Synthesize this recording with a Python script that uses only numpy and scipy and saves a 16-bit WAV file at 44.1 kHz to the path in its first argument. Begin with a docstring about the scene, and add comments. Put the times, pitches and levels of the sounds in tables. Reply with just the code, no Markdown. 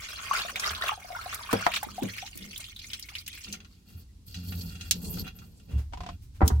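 """Water spurts in through a small hole in a boat hull, with two deep gulps, and thins to a spitting trickle.
Its drops are noise impulses; the air it traps rings as bubbles. Then a string is hauled over a pulley:
friction makes it hiss and drives a drone in the hull. It snaps tight, a board creaks, and gear knocks
on the woodwork, exciting damped modes. All is heard close up, in stereo, in a cramped, hard-walled cabin."""
import sys
import numpy as np
from scipy import signal
from scipy.fft import rfft, irfft
from scipy.io import wavfile
from scipy.ndimage import uniform_filter1d

SR = 44100
rng = np.random.default_rng(int(sys.argv[2]) if len(sys.argv) > 2 else 0)


def master_out(mix):
    """Clip the mix to full scale and print it as 16-bit PCM to the path in sys.argv[1]."""
    frames = np.transpose(np.atleast_2d(mix))
    ceiling = np.clip(frames, -1, 1)
    pcm = np.round(ceiling * 32767).astype(np.int16)
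    wavfile.write(sys.argv[1], SR, pcm)


N = 291060
TIME = np.arange(N) / SR

# the jet, dwindling from gush to trickle: time_s, spray_db, churn_db, bubble_pitch_hz
JET_FLOW = [(0, -42, -49, 1640), (0.32, -39, -38.5, 1414), (0.88, -47, -36.5, 1410),
            (0.98, -54, -51.5, 800), (1.25, -46.5, -42, 1197), (1.68, -42.5, -42.5, 1230),
            (1.87, -52, -56.5, 1220), (2.2, -43, -55, 1700), (2.32, -50.5, -70, 2650),
            (3.54, -48, -88, 2700), (3.63, -81, -58, 2800), (3.802, -77, -85, 2300)]
# the jet surges (+) or falters (-): start_s, length_s, change_db
JET_SURGES = [(0.32, 0.1, 5.5), (0.516, 0.019, -8.5), (0.623, 0.072, 7), (0.801, 0.12, 5),
              (1.284, 0.052, 4), (1.489, 0.24, 4), (1.678, 0.025, -6.5), (1.727, 0.04, 10),
              (1.778, 0.035, 0.5), (2.721, 0.06, -11), (2.973, 0.02, -5.5), (3.023, 0.043, -3.5),
              (3.113, 0.02, -6), (3.214, 0.065, -13)]
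# spectrum of the spray: frequency_hz, level_db
SPRAY_SPECTRUM = [(880, -14.5), (1500, 13.5), (1670, -43.5), (1930, 13.5), (2110, -18), (2350, 16),
                  (3000, 0), (4080, 2), (8420, -6.5), (11000, -14.5), (14300, -48.5), (22000, -120)]
def inflow():
    """Drop impact and air entrainment: a stronger jet sprays harder and tears off smaller bubbles."""
    spray_db, churn_db, pitch_hz = curves(JET_FLOW)
    surge_db = sum(db * push(start, length, rise_s=0.017, t60=0.14) for start, length, db in JET_SURGES)
    spray_db += surge_db
    churn_db += 1.61 * surge_db
    pitch_hz *= 2 ** (0.24 * surge_db)

    drops = reflections(patter(per_s=280, spread_db=5, t60=0.024), echo_db=1)
    spray = steady(shaped(drops, SPRAY_SPECTRUM), 0.19)
    sharp_drops = reflections(patter(per_s=120, spread_db=11.5, t60=0.042), echo_db=-22.5)
    all_drops = unit(drops) + amp(-7) * unit(sharp_drops)
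    mist = steady(shaped(all_drops, [(5000, -13.5), (8500, -4), (16000, -0.5)]), 0.22)
    wash = steady(shaped(drops, [(250, -26), (650, -4.5), (1400, 5.5), (2400, -16.5), (4000, -25)]), 0.096)

    churn = bubble_swarm(pitch_hz, per_s=160, octaves=0.589, cycles=35, max_rise=18, spread_db=21)
    churn = steady(cabin(churn, wet_db=-10.5), 0.045)
    fizz = bubble_swarm(np.full(N, 3650), per_s=520, octaves=0.9, cycles=60, max_rise=35, spread_db=22)
    fizz = steady(cabin(reflections(fizz, echo_db=-10), wet_db=-8), 0.1)
    pings = bubble_swarm(np.full(N, 8200), per_s=200, octaves=0.55, cycles=70, max_rise=20, spread_db=22)
    pings = steady(reflections(pings, echo_db=-10), 0.15)

    force = np.clip((spray_db + 49) / 12, 0, 1)  # a strong jet splashes steadily, a weak one spits
    spitting = force + (1 - force) * slugs(per_s=28, floor_db=-11, t60=0.09)
    water = amp(spray_db) * spitting * (amp(-13.5 + 5.3 * force) * spray + amp(1 - 3.7 * force) * fizz)
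    water += amp(spray_db - 7 - 7.9 * force) * (mist + amp(-2) * pings)
    water += amp(churn_db) * (amp(-7.5) * wash + amp(-8) * churn)
    end_s = JET_FLOW[-1][0]
    return water * np.interp(TIME, [end_s, end_s + 0.05], [1, 0])


def slugs(per_s, floor_db, t60):
    """Jet break-up: a thin jet parts into slugs, and the gain jumps with each and sinks between them."""
    starts = np.cumsum(rng.uniform(0.35, 1.65, 400)) / per_s
    latest = np.maximum(np.searchsorted(starts, TIME) - 1, 0)
    strength = rng.uniform(0.17, 1, 400)[latest]
    return unit(amp(floor_db) + strength * ring(abs(TIME - starts[latest]), 0.0013, t60))


def bubble(hz, octaves_per_s, t60, swell_s, bearing, size=6000):
    """Bubble resonance: trapped air pulsates, and its pitch rises as it nears the surface."""
    t = TIME[:size]
    turns = np.cumsum(np.minimum(hz * 2 ** (octaves_per_s * t), SR / 2)) / SR
    stereo_phase = np.array([[1], [-1]]) * bearing * min(hz / 900, 1.5)
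    return ring(t, swell_s, t60) * np.sin(2 * np.pi * turns + stereo_phase)


def bubble_swarm(pitch_hz, per_s, octaves, cycles, max_rise, spread_db):
    """Constant-Q damping: all bubbles ring for as many cycles, so the small, high ones die sooner."""
    out, end_s = np.zeros((2, N)), JET_FLOW[-1][0]
    for when, tone, strength, side, lift, chance in rng.random((3000, 6)):
        if chance < per_s * end_s / 3000:
            hz = pitch_hz[int(when * end_s * SR)] * 2 ** (octaves * (2 * tone - 1))
            note = bubble(hz, max_rise * lift, cycles / hz, 0.91 / hz, 2 * side - 1, size=3000)
            add(out, when * end_s, amp(spread_db * strength) * note)
    return out


# water washing against the hull: start_s, length_s, level_db
SLOSH_EVENTS = [(0.27, 0.5, -59), (1.49, 0.27, -56.5), (1.873, 0.22, -53), (2.366, 0.089, -49),
                (2.857, 0.039, -58), (3.441, 0.092, -49.5)]
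# its spectrum: frequency_hz, level_db
SLOSH_SPECTRUM = [(70, -11.5), (120, -11), (200, 12), (260, -2), (450, -8), (800, -21.5), (1500, -54)]
def sloshes():
    """Amplitude-modulated noise: a low wash swells and fades as water meets the hull."""
    swell = sum(amp(db) * push(start, length, rise_s=0.055, t60=0.58) for start, length, db in SLOSH_EVENTS)
    return swell * noise(SLOSH_SPECTRUM)


# single large bubbles: start_s, level_db, pitch_hz, t60_s
LARGE_BUBBLES = [(0.188, -35, 1287, 0.06), (0.311, -11.5, 1075, 0.03), (0.349, -19, 1360, 0.035),
                 (0.448, -30.5, 635, 0.06), (0.635, -22, 1920, 0.03), (0.661, -22, 1180, 0.07),
                 (0.674, -24, 1400, 0.03), (0.822, -21.5, 1804, 0.055), (0.839, -26.5, 636, 0.022),
                 (0.892, -13.5, 1160, 0.025), (0.917, -22, 822, 0.04), (0.975, -36, 730, 0.03),
                 (1.045, -36, 680, 0.04), (1.102, -30.5, 674, 0.055), (1.126, -34.5, 643, 0.08),
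                 (1.15, -28, 1370, 0.06), (1.163, -29.5, 916, 0.048), (1.19, -29, 1300, 0.038),
                 (1.228, -38, 1320, 0.037), (1.259, -28, 698, 0.043), (1.393, -28.5, 1185, 0.025),
                 (1.491, -26.5, 1102, 0.06), (1.53, -21.5, 705, 0.04), (1.602, -36, 1272, 0.03),
                 (1.623, -25, 1375, 0.037), (1.666, -15, 635, 0.04), (1.829, -22.5, 805, 0.028),
                 (1.887, -33, 1193, 0.037), (1.98, -27, 701, 0.095), (2.225, -33.5, 720, 0.08)]
def plops():
    """Free oscillation: each large bubble rings out as one damped, rising note."""
    out = np.zeros((2, N))
    for start, db, hz, t60 in LARGE_BUBBLES:
        note = bubble(hz, octaves_per_s=11, t60=t60, swell_s=2.1 / hz, bearing=rng.uniform(-1.1, 1))
        add(out, start, amp(db - 2) * note)
    return out


def splat(hz, octaves, t60=0.075, count=7):
    """Impact and entrainment: a slap of band noise traps a handful of ever fainter bubbles."""
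    def band(f):
        return (1 / (1 + (np.log2(f / hz) / octaves) ** 4) + amp(-20)) / (1 + (900 / f) ** 2)
    out = amp(-12.5) * burst(band, 0.00061, t60)
    for k, (when, tone, bearing) in enumerate(rng.uniform(-1.2, 1, (count, 3))):
        delay_s = max(k + 0.5 * when, 0) / count * t60 * 0.59
        pitch_hz = hz * 2 ** (0.8 * octaves * tone * min(k, 1))  # the first bubble sits at the centre
        note = bubble(pitch_hz, octaves_per_s=28, t60=95 / pitch_hz, swell_s=0.00064, bearing=bearing)
        add(out, delay_s, amp(-9 - 4.7 * k) * note)
    return out


# slaps of water, from broad smacks to pitched drips: start_s, level_db, centre_hz, width_octaves
WATER_SLAPS = [(0.2388, -36, 2577, 0.6), (0.3294, -33, 2240, 0.69), (0.349, -22, 2100, 0.56),
               (0.389, -19.5, 3850, 0.55), (0.5577, -15.5, 2200, 0.85), (0.5964, -16, 5300, 1),
               (0.7485, -21, 3280, 0.54), (0.8676, -23.5, 2550, 0.65), (0.8843, -14.5, 2440, 0.42),
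               (1.3176, -35, 2030, 0.26), (1.5287, -16.5, 2170, 0.97), (1.717, -19.5, 2280, 0.55),
               (1.7374, -14.5, 2600, 0.78), (1.7606, -12.5, 3005, 0.67), (1.8279, -26, 1450, 0.76),
               (2.0243, -29.5, 2450, 1), (2.086, -25, 1820, 0.39), (2.1356, -28, 2510, 0.55),
               (2.1812, -23, 2230, 0.72), (2.263, -26.5, 3500, 0.75), (2.3757, -41, 2360, 0.48),
               (2.424, -31.5, 3300, 0.25), (2.53, -29, 2560, 0.29), (2.56, -25, 3280, 0.28),
               (2.592, -43.5, 1090, 0.95), (2.602, -27, 7300, 0.5), (2.6413, -27, 3200, 0.6),
               (2.7621, -28, 3730, 0.22), (2.791, -27.5, 3700, 0.54), (2.8683, -31.5, 6300, 0.2),
               (2.9326, -18.5, 3160, 0.95), (2.996, -37, 3580, 0.66), (3.0258, -26, 4850, 0.43),
               (3.087, -30.5, 2060, 1), (3.115, -43.5, 1075, 0.82), (3.152, -21, 2825, 0.69),
               (3.184, -24, 4370, 0.31), (3.263, -28, 4400, 1), (3.2782, -27, 2670, 0.54),
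               (3.33, -31.5, 3620, 1), (3.375, -33.5, 2000, 0.45), (3.439, -30.5, 5650, 0.54)]
# single drops striking hard: start_s, level_db
HARD_DROPS = [(1.344, -21.5), (1.529, -20), (1.831, -25), (2.032, -30.5), (2.355, -37), (2.374, -29),
              (2.577, -26), (2.995, -31), (3.278, -26.5), (3.524, -51)]
def splashes():
    """Impact noise: slaps of water sound in a band, hard drops as bright, high-passed bursts."""
    out = np.zeros((2, N))
    for start, db, hz, octaves in WATER_SLAPS:
        add(out, start, amp(db) * splat(hz, octaves))
    for start, db in HARD_DROPS:
        add(out, start, amp(db - 4.5) * burst(lambda f: 1 / (1 + (4810 / f) ** 2), 0.0008, t60=0.042))
    return out


# air gulped through the hole: start_s, level_db, first_hz, last_hz, t60_s
AIR_GULPS = [(1.527, -18.5, 681, 192, 0.14), (2.02, -20.5, 454, 191.5, 0.15)]
def gulps():
    """Cavity resonance: the air pocket grows, so its note falls, amid a burst of low noise."""
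    out, t = np.zeros((2, N)), TIME[:SR // 2]
    for start, db, first_hz, last_hz, t60 in AIR_GULPS:
        turns = np.cumsum(last_hz + (first_hz - last_hz) * np.exp(-t / 0.005)) / SR
        add(out, start, amp(db - 5.5) * ring(t, 0.0082, t60) * np.sin(2 * np.pi * turns))
        add(out, start, amp(db - 8) * burst(lambda f: 1 / (1 + np.log2(2 * f / first_hz) ** 4), 0.0055, t60))
    return out


# pulls on the string: start_s, length_s, hiss_db, drone_db, rasp_db, hum_db
STRING_PULLS = [(3.6, 0.22, -72, -73, -77, -70), (3.841, 0.18, -60.5, -56, -67.5, -58.5),
                (4.251, 0.099, -50, -58, -67.5, -51), (4.341, 0.11, -53.5, -52, -59.5, -35.5),
                (4.435, 0.23, -46.5, -43.5, -61.5, -35), (4.642, 0.25, -54.5, -52.5, -55.5, -47.5),
                (4.893, 0.16, -50.5, -43, -63, -48), (5.007, 0.22, -48, -38, -61, -41),
                (5.239, 0.037, -60, -45, -47, -48), (5.314, 0.14, -61, -52.5, -67, -59.5),
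                (5.428, 0.23, -68, -57.5, -80, -68), (5.661, 0.13, -69, -43, -61.5, -51),
                (5.94, 0.2, -68, -52, -63, -46)]
# spectrum of the rubbing contact: frequency_hz, level_db
HISS_SPECTRUM = [(1470, -21), (2500, -14), (3460, -5.5), (3660, -11), (4440, 2.5), (5310, -6.5),
                 (6810, -10.5), (7470, -6), (10000, -14), (11700, -7), (12800, -6.5), (14100, -7.5),
                 (16000, -4)]
# spectrum of the hull driven by the string: frequency_hz, level_db
DRONE_SPECTRUM = [(60, -32.5), (80, -40), (93, -7.5), (112, 5), (140, -11), (174, 3.5), (205, -1),
                  (260, -9.5), (330, -18), (430, -15.5), (600, -26.5), (1000, -30), (2000, -58)]
# modes of the pulley block: frequency_hz, bandwidth_hz, level_db
PULLEY_MODES = [(760, 12, 5), (1412, 88, 5), (1890, 120, -0.5), (2490, 140, 5.5), (2773, 56, 12),
                (3340, 20, -16), (3336, 54, 9.5), (4020, 240, 2.5), (4800, 230, 0.5), (6150, 72, -22),
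                (6180, 480, -1.5)]
def string():
    """Friction and forced vibration: the string hisses, rasps in the pulley and sets the hull droning."""
    f = bins(N)
    hiss_gain, drone_gain, rasp_gain, hum_gain = sum(
        amp(levels_db)[:, None] * push(start, length, rise_s=0.39 * length, t60=0.16)
        for start, length, *levels_db in STRING_PULLS)
    hiss = np.zeros((2, N))
    for centre_hz in (4500, 8500, 13000):  # each part of the contact catches in its own way
        grip = steady(reflections(patter(per_s=810, spread_db=3.5, t60=0.018), echo_db=-10.5), 0.15)
        band = np.exp(-((f - centre_hz) / 3300) ** 2) * amp(lookup(HISS_SPECTRUM, f))
        hiss += np.linalg.norm(band) * stereo_filter(grip, band) * wander(depth_db=5, size=2400)
    rasp = amp(1) * rasp_gain * stereo_filter(grip, response(PULLEY_MODES, f) / (1 + (f / 3500) ** 2))
    drone = drone_gain * noise(DRONE_SPECTRUM)
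    return amp(1.5) * hiss_gain * unit(hiss) + rasp + drone + braid(hum_gain)


def braid(effort):
    """Periodic excitation: the braid bumps over the pulley and hums, higher and louder with effort."""
    bump_hz = 86.4 + 2.95 * effort / effort.max()
    turns = np.cumsum(bump_hz * wander(depth_db=0.2, size=1500)) / SR
    return effort * sum(amp(db) * wander(depth_db=2.5, size=2000) * np.sin(2 * np.pi * harmonic * turns)
                        for harmonic, db in enumerate([0, -3, -18], 1))


# the string snaps tight: start_s, level_db, t60_s, tilt_db_per_octave
STRING_SNAPS = [(4.91, -16, 0.051, 3), (6.478, -20, 0.032, 7.5)]
# spectrum of a snap: frequency_hz, level_db
SNAP_SPECTRUM = [(590, -50), (1000, -27), (1370, -14), (1690, -14), (2330, -9), (2710, -5), (3270, -3.5),
                 (4360, -5), (5020, -4.5), (5970, -2), (7880, -9.5), (8550, -14.5), (9170, -13),
                 (13800, -16.5), (16000, -23)]
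def snaps():
    """Impulsive loading: sudden tension in the string gives a brief broadband click."""
    out = np.zeros((2, N))
    for start, db, t60, tilt in STRING_SNAPS:
        def spectrum(f):
            return amp(lookup(SNAP_SPECTRUM, f) + tilt * np.log2(np.maximum(f, 1200) / 4000))
        add(out, start, amp(db + 2.5) * burst(spectrum, 0.00028, t60))
    return out


# the pulley block rattles: start_s, level_db, tilt_db_per_octave
BLOCK_RATTLES = [(3.469, -41.5, -12), (3.525, -22.5, 16), (3.537, -29.5, -3.5), (3.602, -38.5, -1.5),
                 (3.646, -41.5, 1.5), (4.343, -28.5, 4), (4.522, -29.5, -5.5), (4.753, -36, 3),
                 (4.809, -27, 4.5), (5.138, -34, 10), (5.172, -36, -14), (5.267, -31.5, -5),
                 (5.277, -31.5, -1.5), (5.387, -39, 3.5), (5.418, -43, -18.5), (5.598, -49.5, 0.5)]
def rattles():
    """Modal filtering: each small impact takes on the resonances of the pulley block."""
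    out = np.zeros((2, N))
    for start, db, tilt in BLOCK_RATTLES:
        def spectrum(f):
            return response(PULLEY_MODES, f) * amp(tilt * np.log2(np.clip(f, 1200, 7000) / 3000))
        add(out, start, amp(db - 9) * burst(spectrum, 0.0017, t60=0.081))
    return out


# blows on the woodwork, from water or gear: start_s, level_db, t60_s, tilt_db_per_octave
WOOD_KNOCKS = [(1.529, -17.5, 0.1, -3.5), (1.665, -8.5, 0.031, 3.5), (6.407, -23, 0.094, -3),
               (6.416, -13.5, 0.11, -4), (6.429, -24, 0.37, -9), (6.502, -25.5, 0.094, -4)]
# modes of the panels: frequency_hz, bandwidth_hz, level_db
PANEL_MODES = [(271, 140, -5), (427, 28, -4), (770, 30, 1), (778, 43, 0), (971, 37, 4), (1250, 90, -5),
               (1384, 200, -5), (1940, 140, -13), (2580, 500, -68.5)]
def knocks():
    """Plate resonance: a blow excites all the damped modes of the wooden panels at once."""
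    out = np.zeros((2, N))
    for start, db, t60, tilt in WOOD_KNOCKS:
        def spectrum(f):
            panel = response(PANEL_MODES, f) / (1 + (f / 5000) ** 2)
            return panel * amp(tilt * np.log2(np.maximum(f, 200) / 800))
        add(out, start, amp(db - 3.5) * burst(spectrum, 0.00093, t60))
    return out


# things scuff as they slide: start_s, level_db, centre_hz
SLIDING_SCUFFS = [(3.87, -61, 5000), (5.69, -55.5, 750), (5.76, -52, 740), (6.2, -60.5, 6000),
                  (6.33, -60, 1490), (6.438, -44, 6570), (6.529, -60, 2480)]
# the string squeaks thinly: start_s, level_db, pitch_hz
STRING_SQUEAKS = [(4.08, -68.5, 1990), (4.485, -44.5, 12800), (4.6, -49, 12800), (5.03, -45, 4250),
                  (5.086, -37, 13100), (5.179, -38, 12800), (5.345, -52, 12900), (5.5, -68, 12900)]
def scuffs_and_squeaks():
    """Sliding friction: a broad band of noise is heard as a scuff, a narrow one as a squeak."""
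    out = np.zeros((2, N))
    def slide(events, octaves, swell_s, t60):
        for start, db, hz in events:
            rub = burst(lambda f: 1 / (1 + (np.log2(f / hz) / octaves) ** 2), swell_s, t60)
            add(out, start, amp(db) * rub)
    slide(SLIDING_SCUFFS, octaves=2.3, swell_s=0.036, t60=0.23)
    slide(STRING_SQUEAKS, octaves=0.036, swell_s=0.028, t60=0.058)
    return out


# separate slips of a board: start_s, level_db
BOARD_SLIPS = [(5.924, -42.5), (5.933, -29.5), (5.972, -37), (6.004, -31.5), (6.033, -34), (6.062, -31),
               (6.088, -29), (6.103, -49)]
# modes of that board: frequency_hz, t60_s, level_db
BOARD_MODES = [(729, 0.094, -0.5), (772, 0.1, -10), (998, 0.051, -1), (1200, 0.032, -11.5),
               (1515, 0.033, -14), (2090, 0.027, -22)]
def creak():
    """Stick-slip motion: each slip rings the board a little differently, with a short scratch on top."""
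    out, t = np.zeros((2, N)), TIME[:16384]
    scratch_hz_db = [(200, 3.5), (450, -8.5), (850, 0.5), (1400, -7.5), (3200, -7), (7000, -17), (14000, -41)]
    for start, db in BOARD_SLIPS:
        note = 0
        for hz, t60, mode_db in BOARD_MODES:
            detune = rng.uniform(0.95, 1.05)
            phase = rng.uniform(-1.26, 2.8, (2, 1))
            note += amp(mode_db) * ring(t, 0.0033, t60) * np.sin(2 * np.pi * hz * detune * t + phase)
        scratch = burst(lambda f: amp(lookup(scratch_hz_db, f)), 0.0019, t60=0.085)
        add(out, start, amp(db) * (amp(-6) * note + amp(-9) * scratch))
    return out


# the hull rumbles more once the hauling starts: time_s, level_db
RUMBLE_LEVEL = [(0, -53.5), (3.6, -54), (3.85, -59), (4.45, -46), (5.2, -43.5), (5.6, -55.5), (5.78, -43.5),
                (6.6, -46)]
# spectrum of the rumble: frequency_hz, level_db
RUMBLE_SPECTRUM = [(20, -22), (39, -1.5), (65, -0.5), (95, 0), (135, -17.5), (200, -25), (300, -53),
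                   (500, -85.5)]
# deep thumps: start_s, level_db, pitch_hz, swell_s, t60_s
HULL_THUMPS = [(0.698, -39, 79.4, 0.023, 0.23), (1.536, -29.5, 104.7, 0.0044, 0.28),
               (2.03, -36.5, 107.6, 0.0064, 0.47), (3.937, -36, 84, 0.027, 0.19),
               (5.714, -19, 70, 0.061, 0.24), (6.427, -6.5, 76, 0.0091, 0.12),
               (6.518, -15.5, 72.7, 0.006, 0.83)]
def hull():
    """Structure-borne sound: the hull rumbles, and each thump, whether a gulp of water booming against it or
    shifting weight, rings two inharmonic low modes."""
    out = amp(curves(RUMBLE_LEVEL)[0]) * noise(RUMBLE_SPECTRUM)
    t = TIME[:SR]
    for start, db, hz, swell_s, t60 in HULL_THUMPS:
        modes = np.sin(2 * np.pi * hz * t) + amp(-11.5) * np.sin(2 * np.pi * hz * 1.56 * t)
        add(out, start, amp(db) * ring(t, swell_s, t60) * modes)
    return out


# still air in the cabin: frequency_hz, level_db
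AIR_SPECTRUM = [(60, -23.5), (130, 1), (270, -1.5), (600, -25), (800, -22), (1700, -27), (4400, -20),
                (14000, -30), (16000, -36.5)]
def still_air():
    """Ambient noise floor: faint, steady and strongest in the bass."""
    return amp(-63) * noise(AIR_SPECTRUM)


# reverberation time of the cabin: frequency_hz, t60_s
CABIN_DECAY = [(200, 0.057), (1000, 0.12), (4000, .13), (14000, 0.032)]
def cabin(x, wet_db):
    """Reverberation: the walls add a short diffuse tail, each band decaying at its own rate."""
    hz, t, spectra = signal.stft(rng.standard_normal((2, SR // 3)), SR, nperseg=256)
    decay = amp(-60 * t / lookup(CABIN_DECAY, hz + 1)[:, None])
    tail = signal.istft(spectra * decay, SR, nperseg=256)[1]
    tail = stereo_filter(tail, 1) * np.minimum(TIME[:tail.shape[1]] / 0.0027, 1)
    return x + amp(wet_db) * signal.fftconvolve(x, tail / np.linalg.norm(tail[0]), axes=1)[:, :N]


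def reflections(x, echo_db, count=7):
    """Comb filtering: early echoes from nearby surfaces interfere, differently in each channel."""
    lags = (rng.uniform(0.0006, 0.011, (2, count)) * SR).astype(int)
    echoes = np.array([sum(np.roll(channel, lag) for lag in row) for channel, row in zip(x, lags)])
    return (x + amp(echo_db) * echoes) / np.sqrt(1 + count * amp(2 * echo_db))


# likeness of left and right: frequency_hz, correlation
STEREO_COHERENCE = [(100, 0.98), (280, 0.77), (550, 0.32), (1100, 0.042), (16000, 0.032)]
def stereo_filter(x, gain):
    """Spatial coherence: two unrelated signals become a filtered pair, rms 1, that agrees in the bass."""
    a, b = rfft(x)
    correlation = lookup(STEREO_COHERENCE, bins(x.shape[1]))
    mid, side = a * np.sqrt(1 + correlation), b * np.sqrt(1 - correlation)
    return unit(irfft(np.array([mid + side, mid - side]) * gain, x.shape[1]))


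def shaped(x, spectrum):
    """Spectral shaping by rows of frequency_hz, level_db."""
    return stereo_filter(x, amp(lookup(spectrum, bins(N))))


def noise(spectrum):
    """Stationary stereo noise with a given spectrum."""
    return shaped(rng.standard_normal((2, N)), spectrum)


def burst(gain_at, swell_s, t60, size=16384):
    """Scattering: close walls turn a blow into dense, dying noise with a given spectrum."""
    return stereo_filter(rng.standard_normal((2, size)), gain_at(bins(size))) * ring(TIME[:size], swell_s, t60)


def patter(per_s, spread_db, t60):
    """Shot noise: tiny impacts arrive at random, each a puff of noise."""
    arrivals = rng.random(N) < per_s / SR
    impacts = arrivals * amp(spread_db * np.minimum(rng.exponential(1, N), 4))
    power = signal.oaconvolve(impacts ** 2, ring(TIME[:3000], 0.00026, t60) ** 2)[:N]
    return np.sqrt(abs(power)) * rng.standard_normal((2, N))


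def response(modes, f):
    """Modal superposition: the damped modes of a solid, summed in power."""
    return np.sqrt(sum(amp(2 * db) / (1 + ((f * f - hz * hz) / (f * width)) ** 2) for hz, width, db in modes))


def ring(t, swell_s, t60):
    """Exponential decay after a smooth swell to 1."""
    attack = np.sin(np.pi / 2 * np.minimum(t / max(swell_s, 1e-4), 1)) ** 2
    return attack * 1000 ** (-np.maximum(t - swell_s, 0) / t60)


def push(start, length, rise_s, t60):
    """Envelope of a sustained drive: it swells, holds to the end of its length, then decays."""
    t = TIME - start
    return np.sin(np.pi / 2 * np.clip(t / rise_s, 0, 1)) ** 2 * 1000 ** (-np.maximum(t - length, 0) / t60)


def wander(depth_db, size):
    """Random modulation: a factor that drifts around 1 over `size` samples."""
    drift = uniform_filter1d(uniform_filter1d(rng.standard_normal(N), size), size // 2)
    return amp(depth_db * unit(drift))


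def steady(x, span_s):
    """Division by the running rms takes the slow drift out of a swarm and keeps its grain."""
    power = uniform_filter1d((x ** 2).mean(0), int(span_s * SR) + 1)
    return x / np.sqrt(abs(power) + 1e-3 * np.mean(x ** 2))


def amp(db):
    """Decibels to gain."""
    return 10 ** (np.asarray(db) / 20)


def unit(x):
    """Scales to rms 1."""
    return x / np.sqrt(np.mean(x ** 2) + 1e-20)


def bins(size):
    """Spectrum frequencies, raised 1 Hz to avoid zero."""
    return np.fft.rfftfreq(size, 1 / SR) + 1


def lookup(points, hz):
    """Interpolates a table on a log-frequency axis."""
    f, value = np.transpose(points)
    return np.interp(np.log(hz), np.log(f + 1), value)


def curves(rows):
    """The columns of a timed table at every sample."""
    times, *columns = np.transpose(rows)
    return [np.interp(TIME, times, column) for column in columns]


def add(mix, start_s, sound):
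    """Mixes a sound in at start_s."""
    part = mix[:, round(start_s * SR):][:, :sound.shape[-1]]
    part += sound[..., :part.shape[1]]


def scene():
    """Superposition of water, gear, hull and still air; brief sounds excite the cabin's reverberation."""
    jet = inflow() + sloshes()
    bubbles, slaps, air = plops(), splashes(), gulps()
    water = jet + cabin(bubbles, wet_db=-6.5) + cabin(slaps, wet_db=-32.5) + cabin(air, wet_db=-1.5)
    hauling, clicks, blows = string(), snaps() + rattles(), knocks()
    gear = hauling + cabin(clicks, wet_db=-12) + cabin(blows, wet_db=-10.5)
    gear += scuffs_and_squeaks() + cabin(creak(), wet_db=-29)
    return water + gear + hull() + still_air()


def record(dry):
    """Sensitivity and bandwidth: the right channel is slightly louder, and both end at 16.1 kHz."""
    low_pass = signal.firwin(511, 16100, window=("kaiser", 9), fs=SR)
    return signal.oaconvolve(dry * amp([[-0.3], [0.3]]), low_pass[None], "same")


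dry = scene()
out = record(dry)
master_out(out)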